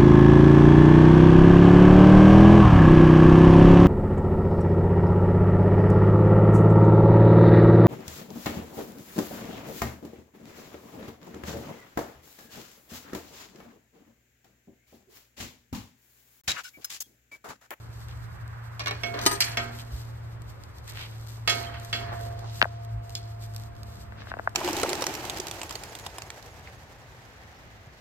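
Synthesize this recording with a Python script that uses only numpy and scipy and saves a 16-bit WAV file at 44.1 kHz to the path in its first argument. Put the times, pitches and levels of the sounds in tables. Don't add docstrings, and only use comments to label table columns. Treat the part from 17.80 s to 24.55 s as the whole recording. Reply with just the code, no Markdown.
import sys
import numpy as np
from scipy import signal
from scipy.fft import rfft, irfft, next_fast_len
from scipy.io import wavfile
from scipy.ndimage import uniform_filter1d

SR = 44100
rng = np.random.default_rng(int(sys.argv[2]) if len(sys.argv) > 2 else 0)


def log_audio(samples):
    frames = np.atleast_2d(samples).T
    limited = np.clip(frames, -1, 1)
    pcm = np.round(limited * 32767).astype(np.int16)
    wavfile.write(sys.argv[1], SR, pcm)


N = 297688

# start in seconds; crack, bass, mid, high and top levels in dB;
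# left minus right in dB; chatter decay in seconds; mesh level in dB.
BOLT_SCRAPES = [(0.993, -24, -40, -31.5, -34, -51, -1.5, 0.027, -1),
                (1.058, -25, -39.5, -31, -34, -55, -2, 0.0048, 6),
                (1.069, -23, -40.5, -26, -33.5, -52, -3, 0.0045, 0),
                (1.079, -22, -41, -25.5, -34, -51, 1.5, 0.0035, -2.5),
                (1.108, -24, -35, -29, -36.5, -57, -2, 0.0042, 0),
                (1.339, -37, -31.5, -38, -42.5, -65, -4.5, 0.032, 17),
                (1.388, -27, -41, -40, -37.5, -54.5, 3, 0.004, 5)]
BOLT_CLACKS = [(1.412, -27, -49, -52, -41, -42, 1.2, 0.003, -12),
               (1.424, -19, -50, -40, -43, -49, 1.2, 0.0015, -7),
               (1.435, -25, -39, -43, -41, -45, 1.2, 0.0034, -5),
               (1.453, -24, -40, -43, -34, -37, 1.2, 0.007, -5),
               (1.461, 3.5, -17, -18.5, -17.5, -20.5, 1.3, 0.005, -5.5),
               (1.510, -27, -27.5, -24, -35.5, -26.5, 2.1, 0.018, -8)]
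BRACKET_TAPS = [(1.603, -16, -45, -23, -22, -24.5, -1.5, 0.0021, 1.3)]
FRAME_CLANKS = [(1.233, -18, -33, -27, -31.5, -56, -5, 0.00079, -2),
                (1.77, -9, -32, -19.5, -27, -42.5, -1.5, 0.0018, -1.5),
                (3.674, -5, -30.5, -21, -18.5, -37.5, -5, 0.0027, 5),
                (3.694, -8, -38.5, -26, -23.5, -29, -3, 0.0043, -5),
                (3.941, -31, -54, -34.5, -45.5, -70, -3, 0.0022, 11),
                (4.127, -14, -38.5, -25, -23.5, -48, -2, 0.00084, 1),
                (4.144, -23, -38.5, -54, -33, -54, -7, 0.0012, -1)]
RING_CLICKS = [(5.3505, -12, -50, -54.5, -29.5, -45.5, -0.81, 0.001, -4)]
# frequency in Hz, level in dB, T60 in seconds.
LATCH_MODES = [(402,3,.11),(485,-8,.09),(655,-7,.08),(868,-7,.09),(973,-1,.1),(1237,-4,.2),(1632,-10,.08),(1741,-9,.1),(1955,-3,.11),(3040,-5,.04),(3760,-3,.05),(4308,-3,.07),(4800,-6,.05),(4890,-8,.05),(5001,-11,.1),(5900,-3,.07),(6540,-2,.05),(6585,-2,.06),(8350,-6,.08),(8400,-3,.14),(9255,-9,.12),(11860,-15,.12),(13845,-7,.1)]
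BRACKET_MODES = [(1150,-5,.06),(1378,-12,.25),(2283,-7,.29),(2380,-6,.2),(2961,-8,.12),(3550,-6,.08),(3978,-4,.09),(4269,-2,.14),(4600,-1,.12),(4750,0,.1),(4810,1,.14),(5200,-3,.12),(5640,-4,.18),(6200,-5,.1),(7343,-6,.08),(7560,-4,.11),(8060,-5,.07),(11370,0,.064),(12100,-4,.07),(12800,-3,.06)]
FRAME_MODES = [(237,-16,1.5),(385,-17,.9),(506,-19,.7),(689,-9,.4),(1267,-9,.45),(1390,-11,.6),(1562,-8,.4),(1857,-13,.4),(2200,3,.3),(2300,-8,.3),(2440,-8,.22),(2657,-7,.2),(2702,-8,.22),(2960,-10,.16),(3140,-2.5,.2),(3356,1,.15),(3385,-2,.13),(4156,-9,.16),(4275,-2,.14),(4330,-3,.12),(4603,-12,.18),(4750,-8,.15),(5146,-7,.17),(5485,-6,.13),(5650,-8,.13),(6379,-5,.2),(6950,-10,.16),(7471,-1,.22)]
HINGE_MODES = [(2200,-12,.15),(3140,0,.13),(3165,-8,.08),(3356,-10,.1)]
POST_MODES = [(2410,-15,.08),(3370,-15,0.094),(3550,-10,.04),(5050,-1,0.016),(5206,0,0.02),(5600,-7,0.025),(6800,2.5,0.027),(7200,2,0.013),(7230,1,0.025)]
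# frequency in Hz, width in Hz, level in dB.
SLEEVE_RESONANCES = [(601,8.1,-9.5),(1143,37,-0.5),(1320,41,-7),(2246,16,-2),(2465,7.6,-1),(2690,31,-9.5),(2830,16,-13),(3890,37,2.5),(4290,15,-9.5),(4870,19,-5.5),(5160,100,8),(5840,61,8),(7300,46,0)]
CASE_RESONANCES = [(680,90,-1),(1550,280,0)]
# start in seconds, frequency in Hz, level in dB, T60 in seconds, left phase lead in radians.
RAIL_NOTES = [(1.235,689.3,-38.5,1.9,2.4),(1.236,2200,-37.5,0.38,0.8),(1.235,5485,-40,.13,3),(1.235,5650,-41,.13,3.5),
              (1.771,237,-54,0.92,1.7),(1.773,689.3,-43,0.34,1.1),(1.772,2195,-36,0.21,1),(1.771,5485,-47,0.088,3.8),(1.773,5650,-40,0.1,2.3),
              (3.676,1262,-34.5,0.57,0.78),(3.676,689.3,-35.5,1.5,1.4),(4.129,689.3,-44,12.7,2.2)]
# time in seconds, gain in dB, left minus right in dB.
RAIL_PLACEMENT = [(1.25,6,-5.5),(2.2,14,-2.5),(3.7,-0.5,-16.5),(4.13,3,-9.5),(4.27,5.5,-7),(4.45,8,-7.5),(4.72,-0.5,-7.5),(5,5.5,-0.5),(5.6,4,-6),(6.75,3,3)]
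# start in seconds, level in dB.
HINGE_PINGS = [(1.985,-46),(2.003,-47),(3.234,-44),(3.697,-22),(3.868,-38.5),(3.937,-44),(3.962,-44)]
MESH_SHIVERS = [(1.331,-40),(1.72,-50.5),(3.72,-45.5),(4.199,-45.5)]
DRY_SNAPS = [(0.285, -42), (2.6198, -44), (2.837, -41), (3.078, -36.5), (3.829, -34), (3.999, -39),
             (4.048, -34.5), (4.592, -38.5), (5.295, -37), (5.3044, -41.5), (5.7472, -41), (5.763, -31),
             (6.0322, -37.5), (6.1557, -45)]
# start in seconds, level in dB, centre in Hz, click level in dB,
# softness in dB per octave squared, travel time at 1 kHz in seconds.
CASE_KNOCKS = [(4.8151,-5.5,1770,-10,3.5,0.0021),(4.8249,-13,1630,2.5,4,.0025),(4.8244,-6.5,1100,-35.5,3,.003),(4.842,-20,1550,-40,15,0.0031),(4.8526,-22,764,-45,16,0.0031),(6.321,-36.5,1600,-26,0.5,.003),(6.4182,-36.5,1900,-13,1.5,0.0027),(6.469,-34,1000,-27,4,0.0028),(6.515,-22.5,1020,-31,6,0.0028),(6.537,-25,900,-26,4,0.00355),(6.567,-32,600,-24,8,0.0029),(6.588,-31.5,1440,-31,-0.5,0.0027),(6.593,-22.5,740,-40,6,0.0031),(6.6732,-11,1010,-39,10,.0022)]
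# centre in seconds, level in dB, frequency in Hz, half length in seconds.
HAND_BUMPS = [(2.147,-25.5,62.4,0.02),(5.172,-30.5,57.7,0.033)]
# centre in seconds, level in dB, half length in seconds.
FINGER_RUBS = [(6.402,-49,0.045),(6.498,-47,0.029),(6.57,-55.5,0.028)]
JACKET_SWISHES = [(0.22,-66,0.3),(1.58,-57.5,0.42),(1.998,-55,0.04),(2.192,-58,0.075),(3.104,-56,0.03),(3.203,-54,0.11),(3.496,-54.5,0.094),(3.79,-48.5,0.086),(4.116,-52,0.099),(4.427,-54,0.088),(4.782,-51,0.055),(5.364,-62,0.1),(5.637,-54.5,0.032),(5.81,-55,0.05),(6.165,-60,0.073)]
# peak time in seconds, level in dB, band anchor in Hz, rise and fall in seconds.
SHOE_SCUFFS = [(0.291,-52,2500,.007,0.035),(2.005,-51.5,2400,.02,0.022),(3.079,-51.5,1830,0.0041,0.08),(3.23,-48,2400,0.069,0.095),(4.32,-41.5,872,0.022,0.038),(4.5,-49.5,494,0.092,0.11),(4.63,-48.5,900,0.013,0.055),(4.766,-58,4000,0.2,0.25),(6.39,-57,2940,0.017,0.047),(6.49,-57.5,2920,0.023,0.027)]
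# time in seconds, firing rate in Hz.
FIRING_HZ = [(0,115.1),(2.5,115.5),(3.1,110.7),(3.6,113.3),(4.6,112.2),(5.3,111),(6.75,105.6)]
# time in seconds, level in dB.
ENGINE_DB = [(0.0, -42.5), (1.09, -38.5), (1.26, -42.5), (2.56, -39), (2.71, -45), (2.74, -52.5),
             (3.44, -39), (5.08, -38.5), (5.15, -31.5), (5.3, -45), (5.36, -37.5), (5.86, -39.5),
             (5.94, -50.5), (6.03, -37.5), (6.15, -46.5), (6.75, -45.5)]
OCTAVE_DB = [(0,-31),(5.5,-31.5),(6.2,-11.5),(6.75,-14)]
# time in seconds, level in dB, an unused value.
AIR_DB = [(0,-54.5,0),(.6,-56,0),(2.3,-52.5,2),(2.9,-53,-2),(3.55,-53.5,1),(4.3,-51.5,2),(5.4,-54.5,22),(6.75,-52.5,-1)]
# frequency in Hz, gain in dB.
MESH_RADIATION_DB = [(1300,-0.5),(1450,-1.5),(1700,5),(3350,5),(3600,-3.5),(3850,0),(4250,9.5),(5000,5)]
MESH_SPECTRUM_DB = [(150,0),(320,-1.5),(600,-1),(1200,1.5),(1800,1.5),(2600,-12),(4000,-19.5),(8000,-37),(15000,-46)]
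CASE_RESPONSE_DB = [(100,-3),(200,10.5),(400,-3),(600,-0.5),(850,-1.5),(1200,-2),(1600,1.5),(2000,-1),(2300,-7.5),(2700,-6),(3300,-20),(5000,-23),(8000,-66)]
CLICK_SPECTRUM_DB = [(300,-92),(1800,4),(2800,19.5),(3600,9.5),(4600,7),(6000,-9.5),(9000,-20),(16000,-42)]
RUSTLE_SPECTRUM_DB = [(300,1),(1500,-2),(3000,1.5),(4500,3.5),(6000,0),(8500,3),(10500,-15),(12500,6.5),(13800,-5),(15000,-23)]
RUMBLE_SPECTRUM_DB = [(20,-44),(35,-21),(50,1.5),(70,7),(95,4),(140,-3.5),(190,-12),(300,-37.5),(600,-70.5)]
AIR_SPECTRUM_DB = [(60,6.5),(160,-1),(300,3.5),(600,0.5),(1200,0.5),(1800,-3.5),(2600,-12),(4000,-23),(8000,-38.5),(15000,-87)]
RUSH_SPECTRUM_DB = [(400,-13),(950,2),(1650,3.5),(2200,-5.5),(4000,-28),(12000,-68)]
MIC_RESPONSE_DB = [(13800,-0.5),(15000,-24),(16000,-24.5)]
# frequency in Hz, side minus mid in dB.
WIDTH_DB = [(30,-32),(110,-3.5),(250,-7),(500,3),(1000,1),(2000,-2.5),(4200,7),(8000,3),(12000,-1.5)]


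def gate():
    sleeve_modes = [(hz, db, np.log(1000) / np.pi / width_hz) for hz, width_hz, db in SLEEVE_RESONANCES]
    sleeve = steel_part(sleeve_modes, mesh_t60_s=0.049, tail_db=-21.5, tail_t60_s=1.0)
    scrapes = blows(BOLT_SCRAPES, *sleeve, chatter_db=-6, crack_db=-4.5, level_db=-6.5, bounce_db=-13)
    latch = steel_part(LATCH_MODES, mesh_t60_s=0.041, tail_db=-14, tail_t60_s=0.41)
    clacks = blows(BOLT_CLACKS, *latch, chatter_db=-4, crack_db=-11.5, level_db=-8.5, bounce_db=-19)
    bracket = steel_part(BRACKET_MODES, mesh_t60_s=0.035, tail_db=-5, tail_t60_s=0.46)
    taps = blows(BRACKET_TAPS, *bracket, chatter_db=-27, crack_db=-35, level_db=-6, bounce_db=-25)
    frame = steel_part(FRAME_MODES, mesh_t60_s=0.17, tail_db=-14, tail_t60_s=0.85)
    clanks = blows(FRAME_CLANKS, *frame, chatter_db=-10.5, crack_db=-10.5, level_db=-8.5, bounce_db=-15.5)
    return scrapes + clacks + taps + clanks


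def steel_part(modes, mesh_t60_s, tail_db, tail_t60_s, buzz_db=4.5):
    t = np.arange(SR) / SR
    ring = mesh = 0
    for hz, db, t60_s in modes:
        phase = 2 * np.pi * hz * t + rng.uniform(0, 2 * np.pi)
        stereo_rad = np.array([[0], [rng.choice([-1, 1]) * np.pi / 2]])
        ring += undb(db) * fade(t, t60_s) * np.sin(phase + stereo_rad)
    for hz in 250 * 2 ** np.arange(6):
        octave = bandpass(rng.standard_normal((2, SR)), [hz, 2 * hz])
        life = (hz / 2000) ** -.4
        tail = undb(tail_db + buzz_db * walk(81.6)[:SR]) * fade(t, tail_t60_s * life)
        mesh += octave * (hz / 2000) ** -.3 * (fade(t, mesh_t60_s * life) + tail)
    mesh = colour(mesh, MESH_RADIATION_DB)
    return ring / rms(ring[:, :SR // 32]), mesh / rms(mesh[:, :SR // 32])


def blows(rows, ring, mesh, chatter_db, crack_db, level_db, bounce_db, bounce_per_s=64, bounce_s=0.063):
    out, t = np.zeros((2, N)), np.arange(SR // 4) / SR
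    edges_hz = np.array([200, 900, 2600, 6000, 14000])
    centres_hz = np.sqrt(edges_hz[1:] * edges_hz[:-1])
    for start_s, row_crack_db, *band_db, pan_db, chatter_s, mesh_db in rows:
        chatter = rng.standard_normal(len(t)) * (rng.random(len(t)) < 900 / SR)
        force = undb(chatter_db) * chatter * np.exp(-t / max(chatter_s, 1e-3))
        force += undb(bounce_db) * ticks(bounce_per_s, len(t), spread_db=0) * np.exp(-t / bounce_s)
        force[0] = 1
        blow = wide(signal.fftconvolve(ring + undb(mesh_db) * mesh, force[None]))
        onset_rms = [rms(bandpass(blow[:, :SR // 32], band, 3)) for band in zip(edges_hz, edges_hz[1:])]
        blow = colour(blow, np.transpose([centres_hz, band_db - 20 * np.log10(onset_rms)]))
        crack = noise(RUSTLE_SPECTRUM_DB, len(t)) * fade(t, .015)
        blow[:, :len(t)] += undb(row_crack_db + crack_db) * crack
        add(out, start_s + 0.001498, undb(level_db) * pan(pan_db) * blow)
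    return out


def hinge(pan_db=-3, attack_s=0.0025):
    out, t = np.zeros((2, N)), np.arange(SR // 4) / SR
    stereo_rad = np.array([[np.pi / 2], [0]])
    for start_s, db in HINGE_PINGS:
        ping = sum(undb(db + mode_db) * fade(t, t60_s) * np.sin(2 * np.pi * hz * t + stereo_rad)
                   for hz, mode_db, t60_s in HINGE_MODES)
        add(out, start_s, pan(pan_db) * ping * np.minimum(t / attack_s, 1))
    return out


def rail(partner_gain=0.033, beat_hz=2.44):
    out, t = np.zeros((2, N)), np.arange(N) / SR
    for start_s, hz, db, t60_s, lead_rad in RAIL_NOTES:
        phase = 2 * np.pi * hz * (t + start_s) + np.array([[lead_rad], [0]])
        note = np.sin(phase) + partner_gain * np.sin(phase + 2 * np.pi * beat_hz * t)
        add(out, start_s, undb(db) * fade(t, t60_s) * note)
    side_db = np.array([[1], [-1]]) * curve(RAIL_PLACEMENT, column=2) / 2
    return out * undb(curve(RAIL_PLACEMENT) + side_db)


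def mesh_shiver(rise_s=0.01, hold_s=0.14, t60_s=1.0):
    t = np.arange(N) / SR
    motion = 0
    for start_s, db in MESH_SHIVERS:
        rise = np.clip((t - start_s) / rise_s, 0, 1)
        release = fade(np.maximum(t - start_s - rise_s - hold_s, 0), t60_s)
        motion += undb(db) * rise * release
    wires = wide(colour(rng.standard_normal((2, N)) * undb(2.5 * walk(90)), MESH_SPECTRUM_DB))
    return unit_rms(wires) * motion


def case_knocks(left_lag_s=0.00017, pan_db=5, level_db=3, click_db=2, rattle_db=-7.5, rattle_t60_s=0.054):
    out, size, lead_s = np.zeros((2, N)), 8192, .01
    hz, t = np.arange(size // 2 + 1) * SR / size, np.arange(size) / SR - lead_s
    resonances = sum(undb(db) * width_hz / (width_hz + 2j * (hz - mode_hz))
                     for mode_hz, width_hz, db in CASE_RESONANCES)
    case = gains(size, CASE_RESPONSE_DB) * (1 + resonances)
    delay_s = lead_s + np.array([[left_lag_s], [0]])
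    for start_s, db, centre_hz, row_click_db, soft_db, travel_s in CASE_KNOCKS:
        travel = np.exp(-2j * np.pi * (2 * travel_s * np.sqrt(1000 * hz) + hz * delay_s))
        contact = undb(-abs(soft_db) * np.log2((hz + 1) / centre_hz) ** 2)
        thud = irfft(case * contact * travel)
        click = irfft(gains(size, CLICK_SPECTRUM_DB) * travel)
        rattle = irfft(case * contact * rfft(rng.standard_normal((2, size))))
        rattle *= fade(abs(t), rattle_t60_s) * np.clip(t / travel_s - 1, 0, 1)
        knock = thud / abs(thud).max() + undb(row_click_db + click_db) * click / abs(click).max()
        knock += undb(rattle_db) * rattle
        add(out, start_s - lead_s, undb(db + level_db) * pan(pan_db) * knock)
    return out


def grip(pan_db=4, skin_db=-9, slips_per_s=340):
    post = steel_part(POST_MODES, mesh_t60_s=0.014, tail_db=-12, tail_t60_s=0.45)
    click = blows(RING_CLICKS, *post, chatter_db=-15, crack_db=-13, level_db=-7.5, bounce_db=-16)
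    slips = colour(ticks(slips_per_s, N, spread_db=-3.5), CASE_RESPONSE_DB)
    creak = pan(pan_db) * slips / np.std(slips) + undb(skin_db) * crunch(CASE_RESPONSE_DB)
    return click + creak * strokes(FINGER_RUBS)


def hand_bumps():
    t = np.arange(N) / SR
    return sum(undb(db) * swell(centre_s, half_s) * np.sin(2 * np.pi * hz * (t - centre_s))
               for centre_s, db, hz, half_s in HAND_BUMPS)


def jacket(creases_per_s=60, crease_db=-5, rub_db=-3, idle_db=-64.5):
    motion = strokes(JACKET_SWISHES)
    creases = np.array([ticks(creases_per_s, N), ticks(creases_per_s, N)])
    creases = unit_rms(wide(colour(creases, RUSTLE_SPECTRUM_DB)))
    rub = undb(rub_db) * crunch(RUSTLE_SPECTRUM_DB) * (motion + undb(idle_db))
    return rub + undb(crease_db) * creases * motion


def leaves():
    out = np.zeros((2, N))
    grains = crunch([(200, 24), (16000, -42)], spread_db=2.5)
    for peak_s, db, hz, rise_s, fall_s in SHOE_SCUFFS:
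        scuff = unit_rms(bandpass(grains, [hz / 1.16, hz * 2.23]))
        out += undb(db) * scuff * swell(peak_s, rise_s, fall_s)
    return out


def snaps(clear_db=-0.5, faint_db=-43.5, faint_per_s=2.2):
    out, t = np.zeros((2, N)), np.arange(SR // 16) / SR
    envelope = fade(t, .01) + undb(-20) * fade(t, .08)
    clear = [(start_s, db + clear_db) for start_s, db in DRY_SNAPS]
    faint = [(when * N / SR, faint_db - 8 * weakness) for when, weakness, draw in rng.random((64, 3))
             if draw < faint_per_s * N / SR / 64]
    for start_s, db in clear + faint:
        add(out, start_s, undb(db) * envelope * noise(RUSTLE_SPECTRUM_DB, len(t)))
    return out


def engine(waver_db=1.1, speed_wobble=0.0037):
    firing_hz = curve(FIRING_HZ) * (1 + speed_wobble * walk(15))
    phase = 2 * np.pi * np.cumsum(firing_hz) / SR
    note = np.sin(phase) + undb(curve(OCTAVE_DB)) * np.sin(2 * phase)
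    return np.sqrt(2) * undb(curve(ENGINE_DB) + waver_db * walk(12)) * note


def open_air(rumble_db=-46, gust_db=2.5, flutter_db=-0.17):
    rumble, air = unit_rms(noise(RUMBLE_SPECTRUM_DB)), unit_rms(noise(AIR_SPECTRUM_DB))
    rumble *= undb(rumble_db + gust_db * walk(2.91))
    air *= undb(curve(AIR_DB) + flutter_db * walk(9.8))
    return rumble + air


def distant_rush(peak_s=0.78, rise_s=0.68, fall_s=0.87, level_db=-52.5, pan_db=-3):
    return pan(pan_db) * unit_rms(noise(RUSH_SPECTRUM_DB)) * undb(level_db) * swell(peak_s, rise_s, fall_s)


def crunch(spectrum_db, spread_db=0.5, clump_db=3.5):
    sizes = rng.exponential(size=N // 32 + 1).repeat(32)[:N].clip(0, 6)
    grains = rng.standard_normal((2, N)) * undb(spread_db * sizes + clump_db * walk(35))
    return unit_rms(wide(colour(grains, spectrum_db)))


def ticks(per_s, samples, spread_db=4):
    draw, size, sign = rng.random((3, samples))
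    return (draw < per_s / SR) * undb(spread_db * (2.6 * size - 2)) * np.sign(sign - .5)


def noise(spectrum_db, samples=N):
    return wide(colour(rng.standard_normal((2, samples)), spectrum_db))


def walk(rate_hz):
    step = int(SR / rate_hz)
    return uniform_filter1d(np.repeat(rng.standard_normal(N // step + 1), step), step)[:N]


def strokes(rows):
    return sum(undb(db) * swell(centre_s, half_s) for centre_s, db, half_s in rows)


def swell(peak_s, rise_s, fall_s=None):
    t = np.arange(N) / SR - peak_s
    return np.exp(-(t / np.where(t < 0, rise_s, fall_s or rise_s)) ** 2)


def fade(t, t60_s):
    return np.exp(-np.log(1000) * t / max(t60_s, 1e-3))


def curve(rows, column=1):
    rows = np.array(rows)
    return np.interp(np.arange(N) / SR, rows[:, 0], rows[:, column])


def gains(size, spectrum_db):
    hz, db = np.transpose(spectrum_db)
    bins_hz = np.arange(size // 2 + 1) * SR / size
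    return undb(np.interp(np.log(bins_hz + 1), np.log(hz), db))


def colour(x, spectrum_db):
    size = next_fast_len(x.shape[-1] + 2048)
    return irfft(rfft(x, size) * gains(size, spectrum_db), size)[..., :x.shape[-1]]


def bandpass(x, band_hz, order=2):
    return signal.sosfilt(signal.butter(order, band_hz, "band", fs=SR, output="sos"), x)


def wide(pair):
    side = colour((pair[0] - pair[1]) / 2, WIDTH_DB)
    return pair.mean(axis=0) + np.array([side, -side])


def pan(db):
    return undb(np.array([[db], [-db]]) / 2)


def undb(db):
    return 10 ** (np.asarray(db) / 20)


def rms(pair):
    return np.sqrt(np.mean(pair.mean(axis=0) ** 2)) + 1e-12


def unit_rms(pair):
    return pair / rms(pair)


def add(out, start_s, x):
    i = int(start_s * SR)
    out[:, i:i + x.shape[1]] += x[:, :N - i]


def scene():
    steel = gate() + hinge() + rail() + mesh_shiver()
    hands = case_knocks() + grip() + hand_bumps()
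    return steel + hands + jacket() + leaves() + engine() + open_air() + snaps() + distant_rush()


def record(dry, ceiling=0.95, top_hz=15800):
    clipped = np.clip(colour(dry, MIC_RESPONSE_DB), -ceiling, ceiling)
    return signal.sosfilt(signal.ellip(8, .2, 70, top_hz, fs=SR, output="sos"), clipped)


dry = scene()
out = record(dry)
log_audio(out)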